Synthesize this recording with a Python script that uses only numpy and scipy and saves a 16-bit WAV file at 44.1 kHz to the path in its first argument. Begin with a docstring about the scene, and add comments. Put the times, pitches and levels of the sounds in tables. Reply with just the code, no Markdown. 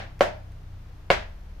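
"""A dancer in hard shoes stamps on a wooden board laid on a walled patio.
The echo of one stamp is already dying away, over a far-off engine drone and a faint outdoor hiss.
At 0.2 s a shoe ticks and stamps: a sharp crack of the tip and a short knock of the ringing board,
thrown back by paving, walls and fence. A lighter tick follows while the engine slowly sags.
At 1.1 s the dancer stamps on another spot of the board, and the engine drops to a slower pace."""
import sys
import numpy as np
from scipy import signal
from scipy.fft import rfft, irfft
from scipy.io import wavfile

SR = 44100
rng = np.random.default_rng(int(sys.argv[2]) if len(sys.argv) > 2 else 0)


def to_wav(s):
    """Save 16-bit WAV."""
    ch = np.atleast_2d(s).T  # columns
    pcm = np.round(np.clip(ch, -1, 1) * 32767)  # PCM
    wavfile.write(sys.argv[1], SR, pcm.astype(np.int16))


N = 70560
LEAD_S = .2   # pre-roll, so a stamp can land before the scene opens
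LEAD = int(LEAD_S * SR)

# the stamps: start_s, knock_db, crack_db, crack_tilt_db_per_octave, settle_db, scatter_db, spot (0 or 1)
STAMPS = [(-0.072, -14, 5.5, -4.5, 0, -3.5, 1), (0.2082, -2.5, 3.5, -2.1, -2, 1.5, 0),
          (1.1029, -3, 1, -3, 7, .5, 1)]


def from_db(db):
    """Decibels to gain."""
    return 10 ** (np.asarray(db) / 20)


def at_hz(curve, hz):
    """Read a curve of (frequency, value) points on a log-frequency axis."""
    curve = np.array(curve)
    return np.interp(np.log(np.maximum(hz, 1)), np.log(curve[:, 0]), curve[:, 1])


def decay(t, t60_s):
    """Exponential fade, 60 dB down after t60_s."""
    return np.exp(-np.log(1000) * t / t60_s)


def noise(colour, size, tilt_db_per_octave=0):
    """Noise of a given colour, rms 1."""
    hz = np.maximum(np.fft.rfftfreq(size, 1 / SR), 1)
    gain = from_db(at_hz(colour, hz) + tilt_db_per_octave * np.log2(hz))
    wave = irfft(gain * np.exp(2j * np.pi * rng.random(len(hz))), size)
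    return wave / wave.std()


def add(track, start_s, sound):
    """Lay a sound on a track that begins with the pre-roll."""
    i = max(int((start_s + LEAD_S) * SR), 0)
    track[i:i + len(sound)] += sound[:len(track) - i]


def tip_crack(t, tilt_db_per_octave, settle_db, settle_s=.0022, rise_s=.00061):
    """The hard tip cracks twice: its edge hits, then the rest settles just after."""
    # colour of the crack: frequency_hz, density_db
    colour = [(60, -16), (160, -4), (270, -12), (400, -8), (900, -0.5), (1600, 1.5), (2800, -5),
              (4200, -13), (6000, -17), (8500, -29), (11000, -33.5), (14500, -30)]
    ages = np.maximum([t, t - settle_s], 0)
    edge, rest = (1 - np.exp(-ages / rise_s)) * decay(ages, t60_s=.021)
    return noise(colour, len(t), tilt_db_per_octave) * np.hypot(edge, from_db(settle_db) * rest)


def board_knock(t, spot):
    """The struck board rings in its modes; the spot sets how strongly each one speaks."""
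    # modes of the board: pitch_hz, t60_s, spot_0_db, spot_1_db
    modes = [(364, 0.18, -30.5, -29), (462, 0.065, -46, -15.5), (550, 0.06, -31, -11),
             (577.4, 0.038, -2, -33), (711, 0.028, -6.5, -5), (1017, 0.022, -15, -15.5),
             (1099, 0.05, -19, -10.5), (1338, 0.11, -22, -23), (1492, 0.031, -13.5, -13),
             (1650, 0.02, -23, -11.5), (2230, 0.016, -49, -5), (2794, 0.013, -15.5, -9.5),
             (3440, 0.0093, -57, -15.5), (4240, 0.015, -25.5, -19)]
    ring = sum(from_db(spot_db[spot]) * decay(t, t60_s) * np.sin(2 * np.pi * pitch_hz * t)
               for pitch_hz, t60_s, *spot_db in modes)
    # the small board radiates little bass, and the shoe is too soft to drive its top end
    low_hz, high_hz = 340, 5200
    return signal.sosfilt(signal.butter(4, [low_hz, high_hz], "band", fs=SR, output="sos"), ring)


def stamps():
    """Each stamp cracks the shoe's tip on the board and sets the wood ringing."""
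    track, t = np.zeros(LEAD + N), np.arange(SR // 2) / SR
    for start_s, knock_db, crack_db, tilt, settle_db, _, spot in STAMPS:
        crack = from_db(crack_db - 15.5) * tip_crack(t, tilt, settle_db)
        knock = from_db(knock_db) * board_knock(t, int(spot))
        add(track, start_s, crack - knock)
    return track


def scatter(spot, predelay_s=.002, rise_s=.0061):
    """The wash of echoes after a stamp: a quick flurry from nearby, then a tail whose top dies first."""
    # reverb bands of the patio: centre_hz, spot_0_density_db, spot_1_density_db, t60_s
    bands = [(110, -34, -23, 0.3), (200, -10, -5.5, .4), (270, -14, -22, 0.36), (400, -6.5, -6, 0.3),
             (473, -7, -7, 0.31), (600, 5, -0.5, 0.35), (730, -4, -6, 0.39), (1180, -13, -10, 0.32),
             (1610, -10.5, -5.5, 0.34), (2700, -17.5, -12, 0.33), (3800, -23.5, -16, 0.32),
             (5460, -28, -23.5, 0.32), (8100, -35, -31, 0.24), (10300, -41.5, -39.5, 0.23),
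             (14500, -45, -44.5, 0.2)]
    centres_hz, *colours, tails_s = np.transpose(bands)
    size = SR * 2 // 3
    t, hz = np.arange(size) / SR, np.fft.rfftfreq(size, 1 / SR)
    spectrum = rfft(noise(np.c_[centres_hz, colours[spot]], size))
    flurry, wash = decay(t, t60_s=.16), 0
    for share, tail_s in zip(np.eye(len(bands)), tails_s):
        band = irfft(spectrum * at_hz(np.c_[centres_hz, share], hz), size)
        wash += band * np.hypot(flurry, decay(t, tail_s))
    return wash * (1 - np.exp(-np.maximum(t - predelay_s, 0) / rise_s))


def patio(direct, channel):
    """One ear (0 left, 1 right) hears the shoes, slaps off paving, walls and fence, and its own wash."""
    # distinct reflections: delay_s, left_db, right_db, right_lag_s
    echoes = [(.0058, -13.5, -6.5, -.0002), (.0106, -9.5, -7, .0002), (.0225, -19, -23, -.0002)]
    heard = direct.copy()
    for delay_s, *level_db, right_lag_s in echoes:
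        add(heard, delay_s + channel * right_lag_s - LEAD_S, from_db(level_db[channel]) * direct)
    for start_s, *_, scatter_db, spot in STAMPS:
        add(heard, start_s, from_db(scatter_db - 19.5) * scatter(int(spot)))
    return heard[LEAD:]


def engine(waver_db=1.85):
    """A distant, wavering exhaust note that sags slowly, then drops as the engine changes pace."""
    # the engine's pace and tone: time_s, firing_hz, odd_harmonics_db, even_harmonics_db
    pace = [(0, 32.3, -2.5, 1), (0.599, 30.7, -2, -1), (1.02, 29.8, -5, -1.5), (1.09, 29.5, -2, -9),
            (1.158, 27.4, 1.5, 11), (1.279, 20, -4.5, 5), (1.38, 19, -4, 3.5), (1.52, 18.1, -15.5, 10.5),
            (1.6, 19.6, 2.5, -3)]
    # partials of the exhaust note: harmonic, level_db
    exhaust = [(1, -42), (2, -48.5), (3, -44.5), (4, -55.5), (5, -55.5), (7, -66), (8, -70.5), (10, -69)]
    times_s, *curves = np.transpose(pace)
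    t = np.arange(N) / SR
    firing_hz, odd_db, even_db = [np.interp(t, times_s, curve) for curve in curves]
    phase, drone = 2 * np.pi * np.cumsum(firing_hz) / SR, 0
    for harmonic, level_db in exhaust:
        waver = np.interp(t, np.linspace(0, t[-1], 20), rng.standard_normal(20))
        rms = from_db(level_db + (odd_db if harmonic % 2 else even_db) + waver_db * waver)
        drone += rms * np.sin(harmonic * phase + 2 * np.pi * rng.random())
    return np.sqrt(2) * drone


def outdoor_air():
    """A steady bed of rumble and hiss, centred in the bass and wide in the treble."""
    # colour of the air: frequency_hz, density_db
    colour = [(15, 18), (45, 12), (90, 16), (180, -1.5), (350, -4), (700, -4.5), (1500, -9.5), (3000, -16),
              (6000, -22), (8000, -30), (14500, -29)]
    # likeness of left and right: frequency_hz, correlation
    likeness = [(60, 0.9), (300, 0.93), (800, 0.22), (2500, 0.16), (12000, 0.067)]
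    correlation = at_hz(likeness, np.fft.rfftfreq(N, 1 / SR))
    mid = irfft(rfft(noise(colour, N)) * np.sqrt((1 + correlation) / 2), N)
    side = irfft(rfft(noise(colour, N)) * np.sqrt((1 - correlation) / 2), N)
    return from_db(-48.5) * np.array([mid + side, mid - side])


def shoe_ticks():
    """Light touches of the shoes between stamps, each a tiny burst of bright noise."""
    # the touches: start_s, level_db
    touches = [(0.1935, -46), (0.5199, -55.5)]
    # colour of a tick: frequency_hz, density_db
    colour = [(500, 2), (2000, 11.5), (5000, 3), (9000, -0.5), (15000, -5)]
    track, t = np.zeros(LEAD + N), np.arange(SR // 2) / SR
    for start_s, level_db in touches:
        add(track, start_s, from_db(level_db) * noise(colour, len(t)) * decay(t, t60_s=.017))
    return track


def scene(lean_left_db=.54):
    """The shoes heard across the patio, over engine and air."""
    shoes = stamps() + shoe_ticks()
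    dance = np.array([patio(shoes, channel) for channel in range(2)])
    return (dance + engine() + outdoor_air()) * from_db([[lean_left_db], [-lean_left_db]])


def record(dry):
    """Soft saturation rounds the highest peaks, and a steep low-pass cuts the very top."""
    ceiling, cutoff_hz = 1.2, 15600
    rounded = ceiling * np.tanh(dry / ceiling)
    return signal.sosfilt(signal.cheby2(18, 50, cutoff_hz, fs=SR, output="sos"), rounded)


dry = scene()
out = record(dry)
to_wav(out)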